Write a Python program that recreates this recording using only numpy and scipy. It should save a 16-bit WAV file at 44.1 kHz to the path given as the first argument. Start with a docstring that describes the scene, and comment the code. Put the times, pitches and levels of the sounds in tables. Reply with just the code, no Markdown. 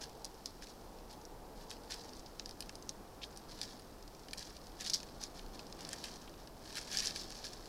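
"""Badger climbing a spruce at night

Claws scrape the scaly bark, close up, in showers of tiny fractures; flakes and dry twigs snap,
and the dead wood rings faintly. The thicket scatters each crack back. Underneath sits a bed of
low wind in the trees and microphone hiss."""
import sys
import numpy as np
from scipy import signal
from scipy.fft import rfft, irfft, next_fast_len
from scipy.io import wavfile
from scipy.ndimage import uniform_filter1d, map_coordinates

SR = 44100
rng = np.random.default_rng(int(sys.argv[2]) if len(sys.argv) > 2 else 0)


def inscribe(sig):
    """Save sig as 16-bit PCM at rate SR to the path in sys.argv[1].

    A 1-D sig is mono; a 2-D sig holds one channel per row.
    Samples are clipped to [-1, 1] before scaling.
    """
    pcm = np.round(np.clip(np.atleast_2d(sig).T, -1, 1) * 32767)
    wavfile.write(sys.argv[1], SR, pcm.astype(np.int16))


N = 338688

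# The wind's rise and fall. Each row: time in seconds, relative level in dB.
WIND_LEVELS = [(0.0, -57.5), (0.64, -58.5), (0.9, -58), (3.61, -56.5), (3.96, -58.5), (5.88, -55),
               (6.54, -57.5), (7.06, -55.5), (7.68, -56.5)]
# Gusts in the farther treetops. Each row: start in seconds, start of the fade in seconds.
GUST_TIMES = [(-.3, .3), (.62, 2.08)]
# Tone of the wind's rush. Each row: frequency in Hz, relative level in dB.
WIND_EQ = [(20, 1.5), (60, -0.5), (130, -2), (220, 0), (330, -0.5), (440, -2), (590, -4.5), (780, -3.5),
           (1100, -9), (1500, -15), (2200, -24), (4000, -27), (9000, -62)]
# The gusts' two hollow bands. Each row: frequency in Hz, relative level in dB.
GUST_EQ = [(330, -25), (450, 2), (540, -7.5), (640, -8), (760, -5.5), (890, -1.5), (1080, -22), (2000, -67)]
# Low drone under the wind. Each row: frequency in Hz, relative level in dB.
DRONE_EQ = [(10, -15), (24, -8), (32, 4.5), (41, -3), (52, -7.5), (80, -21), (200, -53)]
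# Microphone hiss. Each row: frequency in Hz, relative level in dB.
HISS_EQ = [(500, -1), (2400, -4), (3800, -3.5), (5100, 1), (6300, -3), (8000, -4.5), (12000, -5),
           (15000, -6), (16000, -13)]
# The thicket's tail. Each row: frequency in Hz, time to fall 60 dB in seconds.
THICKET_DECAY = [(1000, 0.19), (5000, 0.051), (14000, 0.2)]
# Resonances of the dead wood. Each row: pitch in Hz, bandwidth in Hz, relative level in dB.
WOOD_MODES = [(1710, 193, 0), (2354, 450, -6.5), (3114, 360, -3)]
# Tone of the crackle, ringing near 5 kHz. Each row: frequency in Hz, relative level in dB.
CRACKLE_EQ = [(1200, -38), (2600, -30), (3300, -8.5), (4300, -0.5), (5250, 0), (6200, -5.5), (7400, -13.5),
              (10000, -32), (15500, -45)]
# Tone of the thinnest, crispest bark scales. Each row: frequency in Hz, relative level in dB.
SCALES_EQ = [(3000, -36), (6000, -15), (8000, -1), (10200, -2.5), (12500, -8.5), (15500, -10.5)]
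# Fur brushing trunk and twigs as the body shifts. Each row: time in seconds, relative level in dB.
FUR_RUSTLE = [(0, -68), (.75, -68), (1.4, -73), (2.1, -66), (3.15, -72), (3.7, -63), (3.95, -71),
              (4.25, -68), (4.45, -62), (4.7, -65), (5.5, -68), (5.75, -65), (6.03, -62), (6.3, -67),
              (6.56, -70), (6.7, -56), (7.2, -55), (7.68, -60)]
# Claws dragged over the bark. Each row: start in seconds, length in seconds, relative level in dB,
# woody share in dB.
CLAW_STROKES = [(0, .035, -51, -6), (.452, .03, -57, -13), (0.612, .018, -55, -5), (.672, .03, -59, -10),
                (1.09, .045, -62, -6.5), (1.55, .03, -64, -6), (1.597, .028, -59, -4), (1.69, .04, -55, -9),
                (1.896, .046, -48, -5), (1.97, .04, -57, -10.5), (2.036, .035, -60, -6),
                (2.125, .075, -64, -17), (3.215, .03, -54, -15), (3.349, .03, -61, -8),
                (3.479, .075, -58, -9), (3.565, .05, -56, -7), (3.62, .025, -49, -8),
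                (3.68, .055, -58, -10), (4.37, .045, -53, -5.5), (4.42, .075, -60, -7),
                (4.795, .035, -49, -4), (4.835, .068, -44, -11.5), (4.927, .019, -39, -18),
                (5.203, .034, -49, -10), (5.335, .055, -58, -6), (5.525, .03, -59, -8.5),
                (5.578, .03, -57, -8), (5.78, .14, -58, -3), (5.915, .025, -52, -2.5),
                (5.969, .05, -58, -10), (6.027, .04, -53, -1.5), (6.075, .095, -57, -8),
                (6.205, .025, -59, -5), (6.38, .04, -62, -8), (6.635, .07, -58, -6),
                (6.752, .03, -47, -4.5), (6.865, .04, -52.5, -4.5), (6.911, .06, -47, -4),
                (6.961, .05, -43, -6), (7.01, .075, -45, -6), (7.148, .022, -44, -10.5),
                (7.175, .022, -48, -22), (7.343, .035, -55.5, -13), (7.429, .035, -49, -9)]
# Dry twigs bending. Each row: start in seconds, length in seconds, pitch in Hz, level in dB.
TWIG_CREAKS = [(1.917, 0.016, 4360, -54.5), (2.259, 0.009, 4980, -56), (3.216, 0.012, 3130, -54),
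               (3.229, 0.0108, 3440, -47.5), (6.276, 0.00697, 3060, -56)]
# The loudest flakes and twigs breaking. Each row: start in seconds, relative level in dB,
# ping pitch in Hz, woody send in dB, crisp send in dB.
BARK_SNAPS = [(0.04, -43.5, 5100, -21, -23), (0.2462, -39, 5550, -26, -8), (0.252, -44, 5170, -18, -3.5),
              (0.4587, -35, 5290, -24, -14.5), (0.623, -49.5, 4960, 1.5, -8),
              (0.6707, -50.5, 4750, -4, -8.5), (1.111, -53.5, 4600, -7, -5.5),
              (1.129, -57.5, 5590, -12, 0.5), (1.214, -55, 5630, -20, -15), (1.2525, -48.5, 5500, -28, -11),
              (1.7055, -43.5, 5300, -18.5, -10), (1.7128, -46, 3880, 0.5, -5), (1.8355, -57, 5000, -12, -8),
              (1.921, -38.5, 4550, -9.5, -20), (1.9421, -45.5, 5000, -6, -7),
              (2.093, -50.5, 5250, -11.5, -17), (2.134, -49.5, 5400, -11, -13.5),
              (2.1671, -54, 5840, -24, -11), (2.195, -52, 6100, -20, -10), (2.262, -50.5, 4860, -14, -24),
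              (2.3968, -36, 5000, -11, -24), (2.459, -40.5, 5330, -15.5, -13.5),
              (2.493, -45.5, 5200, -10, -7), (2.5106, -46, 5000, -23, -12), (2.606, -39.5, 5000, -9, -4),
              (2.6241, -45.5, 4560, -5, -9), (2.6941, -44, 5100, -0.5, -12), (2.7547, -46, 5290, -22, -7),
              (2.8249, -50, 5720, -12, -14), (2.893, -34.5, 5700, -20, -12), (3.2333, -44, 4350, -2, -27),
              (3.2408, -42.5, 3860, -12, -31.5), (3.374, -47, 5700, -22, -3),
              (3.615, -34.5, 4640, -9.5, -9), (3.6319, -41, 4900, -19, -16), (4.026, -53, 5200, -22, -19),
              (4.078, -52, 5000, -7, -8), (4.1491, -54, 5300, -7, -18.5), (4.285, -50, 4960, 0.5, -11.5),
              (4.3099, -49, 5000, -13, -15), (4.3326, -39.5, 4300, -1, -16), (4.3347, -40.5, 4920, -4, -5),
              (4.376, -46, 4850, -13, -18), (4.3805, -43.5, 4800, -13, -5), (4.3936, -42, 5400, -14, -10),
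              (4.5674, -48.5, 4610, -11, -11), (4.6695, -50.5, 5100, -15, -10),
              (4.8094, -40.5, 5450, -22, -11), (4.8634, -38, 4900, -5, -17),
              (4.8989, -31.5, 5500, -19, -10), (4.9024, -33, 5500, -20, -13),
              (4.9354, -28.5, 5010, -26, -16), (4.9409, -28, 5500, -26.5, -16),
              (4.9454, -33, 5400, -20, -7.5), (4.9575, -37, 5130, -19.5, -16),
              (5.0027, -44.5, 5100, -11, -17), (5.031, -45.5, 5400, -3, -11),
              (5.238, -36.5, 5800, -20, -12), (5.3942, -48.5, 3800, -4, -16.5),
              (5.5932, -46, 4767, -1, -15), (5.668, -51, 5190, -12, -14), (5.726, -44, 4970, -22, -18),
              (5.808, -47.5, 5145, -7, -6), (5.8501, -42, 4906, -23, -23), (5.8904, -43.5, 4780, -7, -1),
              (5.9312, -41, 5240, -4, 1), (6.0406, -40, 4370, -5, -7), (6.044, -44, 4700, -1, -10),
              (6.474, -50, 4780, -6, -13), (6.727, -49, 4870, -3, -6), (6.7548, -42.5, 4950, -5.5, -4),
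              (6.7706, -42.5, 4500, 2, -3), (6.8136, -45.5, 5150, -9, -7.5), (6.9159, -42, 4840, -9, -10),
              (6.972, -29, 5200, -32, -16), (6.9874, -31, 5620, -21.5, -28.5),
              (6.9964, -37.5, 5150, -10, -23), (7.004, -32, 5280, -12, -27), (7.0514, -39.5, 4920, -12, -8),
              (7.0583, -34, 5500, -22.5, -10.5), (7.072, -29.5, 5200, -27.5, -15),
              (7.1081, -39, 4750, -15, -21), (7.161, -39, 4900, -4, -16), (7.235, -46.5, 4960, -18, -16.5),
              (7.3044, -47, 4810, -9, -4.5), (7.4428, -41.5, 4800, -5, -20), (7.468, -43.5, 4865, -13, -24),
              (7.5334, -46.5, 5140, -12, -7.5)]


def amp(db):
    """Decibels to gain."""
    return 10 ** (np.asarray(db) / 20)


def unit(x):
    """Normalise to rms 1."""
    return x / np.sqrt(np.mean(x ** 2) + 1e-20)


def unit_energy(x):
    """Normalise a one-shot to energy 1."""
    return x / np.linalg.norm(x)


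def along(points, hz):
    """Read (Hz, value) points on a log frequency axis."""
    freqs, values = np.transpose(points)
    return np.interp(np.log(hz + 1), np.log(freqs), values)


def curves(rows):
    """Draw a per-sample envelope for each column after the time."""
    times, *columns = np.transpose(rows)
    return [np.interp(np.arange(N) / SR, times, column) for column in columns]


def filtered(x, response):
    """Shape x with a frequency response."""
    size = next_fast_len(N + SR // 2)
    return irfft(rfft(x, size) * response(np.fft.rfftfreq(size, 1 / SR)), size)[:N]


def noise(eq):
    """Coloured noise of rms 1."""
    return unit(filtered(rng.standard_normal(N), lambda hz: amp(along(eq, hz))))


def colour(x, eq, size=512):
    """Minimum-phase EQ, which keeps the attacks sharp."""
    cepstrum = irfft(np.log(amp(along(eq, np.fft.rfftfreq(size, 1 / SR)))))
    cepstrum[size // 2:] = 0
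    impulse = irfft(np.exp(rfft(2 * cepstrum)))
    return signal.fftconvolve(x, impulse)[:N]


def wobble(rate):
    """A smooth random curve with rate knots a second."""
    knots = rng.standard_normal(int(N * rate / SR) + 4)
    return map_coordinates(knots, [np.arange(N) * rate / SR])


def add(track, start, sound):
    """Drop a sound onto the track at start seconds."""
    part = track[round(start * SR):][:len(sound)]
    part += sound[:len(part)]


def wind(gust_rise_s=0.21, gust_fall_s=0.076):
    """Air rushes through the trees over a low drone; gusts moan in farther treetops."""
    rush_db, = curves(WIND_LEVELS)
    t = np.arange(N) / SR
    gusts = sum(np.interp(t, [start, start + gust_rise_s, end, end + gust_fall_s], [0, 1, 1, 0])
                for start, end in GUST_TIMES)
    rush = amp(rush_db + 2.5) * noise(WIND_EQ)
    moan = (amp(-74.5) + amp(-61.5) * gusts) * noise(GUST_EQ)
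    return rush + moan + amp(-59) * noise(DRONE_EQ)


def microphone_hiss():
    """The microphone's own steady noise floor."""
    return amp(-66) * noise(HISS_EQ)


def echoes():
    """Trunk and near twigs throw back quick reflections; the branches beyond leave a short haze."""
    hz, t, spectrum = signal.stft(rng.standard_normal(SR // 4), SR, nperseg=256)
    decay = amp(-60 * t / along(THICKET_DECAY, hz)[:, None])
    haze = signal.istft(spectrum * decay, SR, nperseg=256)[1]
    age = np.arange(len(haze)) / SR
    taps = rng.standard_normal(len(haze)) * (rng.random(len(haze)) < 3000 / SR)
    near = taps * amp(-60 * age / 0.027) * (age > .001)
    return amp(-9.5) * unit_energy(near) + amp(-17.5) * unit_energy(haze)


def thicket(x, block=3072):
    """The paws keep moving, so every stretch of sound meets different echoes."""
    wet = np.zeros(N)
    for start in range(0, N, block):
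        add(wet, start / SR, signal.fftconvolve(x[start:start + block], echoes()))
    return wet


def dead_wood(x):
    """Knocks and scrapes ring the wood's damped resonances."""
    t = np.arange(SR // 50) / SR
    ring = sum(amp(db) * width * np.exp(-np.pi * width * t) * np.sin(2 * np.pi * hz * t) * (-1) ** k
               for k, (hz, width, db) in enumerate(WOOD_MODES))
    return signal.fftconvolve(x, unit_energy(ring))[:N]


def ping(hz, life_s, size=512):
    """A few cycles that swell and die in about a millisecond."""
    t = np.arange(size) / SR
    return unit_energy((t / life_s) ** 1.6 * np.exp(-t / life_s) * np.sin(2 * np.pi * hz * t))


def burst(hz, width_hz, life_s, size=512):
    """A dying shiver of noise around hz, coloured differently on every hit."""
    t = np.arange(size) / SR
    shiver = rng.standard_normal(size) * np.exp(-t / life_s)
    return unit_energy(np.convolve(shiver, ping(hz, 1 / (np.pi * width_hz)))[:size])


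def creaks():
    """A bending twig sticks and slips in a quick run, ringing at one pitch."""
    track = np.zeros(N)
    for start, length, hz, db in TWIG_CREAKS:
        count = max(round(length * SR), 64)
        slips = rng.standard_normal(count) ** 3
        run = np.convolve(slips, ping(hz, life_s=0.00019))
        add(track, start, amp(db) * np.sqrt(count) * unit_energy(run))
    return track


def swell(t, start, end, rise_db_per_s, fall_db_per_s):
    """Gain of 1 from start to end, sloping away on either side."""
    return amp(-rise_db_per_s * np.maximum(start - t, 0) - fall_db_per_s * np.maximum(t - end, 0))


def drag(attack_s=.014, release_db_per_s=420, strain_db_per_s=2600):
    """Fur, claws and crumbs add in power, giving the scrape's level and woody share in dB."""
    t = np.arange(0, N / SR, .001)
    fur = amp(np.interp(t, *np.transpose(FUR_RUSTLE)))
    layers = [(fur, -8)]  # envelope, woody share in dB
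    for start, length, db, woody_db in CLAW_STROKES:
        # The paw brushes the bark, the claws bite and pull, loosened crumbs keep falling.
        end = start + length
        brush = amp(db - 16) * swell(t, start, end, 451, release_db_per_s)
        bite = np.clip((t - start) / attack_s, 0, 1)
        pull = amp(db) * bite * swell(t, start, end, 0, release_db_per_s)
        trickle = amp(db - 17) * bite * swell(t, start, end, 0, fall_db_per_s=70)
        layers += [(pull, woody_db), (brush, woody_db), (trickle, -10)]
    for start, db, _, woody_db, _ in BARK_SNAPS:
        # A flake crackles under strain just before it breaks, then sheds crumbs.
        strain = amp(db - 18) * swell(t, start, start, strain_db_per_s, strain_db_per_s)
        shed = amp(db - 21) * swell(t, start, start, strain_db_per_s, fall_db_per_s=400.5)
        layers += [(strain, woody_db), (shed, woody_db)]
    power = sum(gain ** 2 for gain, _ in layers)
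    woody_power = sum((gain * amp(db)) ** 2 for gain, db in layers)
    return curves(np.transpose([t, 10 * np.log10(power), 10 * np.log10(woody_power / power)]))


def fractures(per_second, scatter_db):
    """A shower of tiny breaks, each a grain with its own pitch and size."""
    starts = np.flatnonzero(rng.random(N) < per_second / SR)[:, None]
    hz = rng.uniform(1200, 12600, starts.shape)
    sizes = amp(scatter_db * rng.standard_normal(starts.shape))
    steps = np.arange(SR // 400)
    t = steps / SR
    phase = 2 * np.pi * (hz * t + rng.random(starts.shape))
    grains = sizes * np.exp(-t / 0.00021) * np.cos(phase)
    return np.bincount((starts + steps).ravel(), grains.ravel(), N)[:N]


def steady(x):
    """Evens out the crackle's loudness over about 25 ms."""
    power = np.abs(uniform_filter1d(x ** 2, size=1100))
    return unit(x / np.sqrt(power + 0.047 * power.mean()))


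def scrape(drag_db, woody_db):
    """A harder drag breaks more scales a second; the level jumps as the claws catch and skid."""
    catch_db = 2.23 * wobble(rate=100)
    grains = fractures(per_second=3200 * amp(.5 * (drag_db + 55)), scatter_db=4.5)
    crackle = steady(colour(grains, CRACKLE_EQ))
    crisp_db = -10 + 0.28 * (woody_db + 7.5)  # dry twigs give both crispness and body
    scales = amp(crisp_db) * steady(colour(grains, SCALES_EQ))
    hollow = amp(woody_db) * steady(dead_wood(grains))
    rub = amp(-6.5) * noise(CRACKLE_EQ)  # fur and pads slide smoothly
    return amp(drag_db + catch_db - 1.5) * (crackle + scales + hollow + rub)


def small_flakes(drag_db, count):
    """Flakes tick off at random, denser and louder under a hard drag; rows as in BARK_SNAPS."""
    chance = np.cumsum(amp(.8 * drag_db))
    starts = np.searchsorted(chance, rng.random(count) * chance[-1])
    rows = []
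    for i, (size, brightness, edge) in zip(starts, rng.standard_normal((count, 3))):
        db = -51 + 0.47 * (drag_db[i] + 55) + 1.5 * size
        hz = 5100 * np.exp(.08 * brightness)
        rows.append((i / SR, db, hz, -8.5 - 4 * brightness, -12.5 + 4 * edge))
    return rows


def splinters(spread_s, level_db, count=5):
    """One break, then a few after-fractures as the crack runs on."""
    train = np.zeros(SR // 100)
    delays = np.minimum(.0005 + spread_s * rng.exponential(size=count), .009)
    train[(delays * SR).astype(int)] = amp(level_db) * rng.standard_normal(count)
    train[0] = 1
    return train


def snaps(drag_db):
    """Each break pings at its own pitch, with a crisp edge and a knock in twig and trunk."""
    flakes, knocks = np.zeros(N), np.zeros(N)
    for start, db, hz, woody_db, crisp_db in BARK_SNAPS + small_flakes(drag_db, count=55):
        ring = ping(hz, life_s=0.658 / hz) + amp(-10) * burst(hz, width_hz=2700, life_s=0.0012)
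        crack = splinters(spread_s=0.0015, level_db=-17 - 0.96 * (db + 45))  # weak flakes crumble more
        body = unit_energy(np.convolve(crack, ring))
        edge = amp(crisp_db) * burst(8600, width_hz=5700, life_s=0.0012)
        knock = amp(woody_db) * burst(2380, width_hz=1950, life_s=0.0013)
        add(flakes, start, amp(db + 20.5) * body)
        add(flakes, start, amp(db + 20.5) * edge)
        add(knocks, start, amp(db + 8) * knock)
    return flakes + knocks + dead_wood(knocks)


def scene():
    """Mono mix: the climb up front, its echoes behind, wind and hiss underneath."""
    drag_db, woody_db = drag()
    climb = snaps(drag_db) + creaks() + scrape(drag_db, woody_db)
    return (climb + thicket(climb) + wind() + microphone_hiss())[None]


def record(dry, top_hz=15850):
    """The trail camera's band limit is a brick-wall high cut."""
    return filtered(dry[0], lambda hz: hz < top_hz)[None]


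dry = scene()
out = record(dry)
inscribe(out)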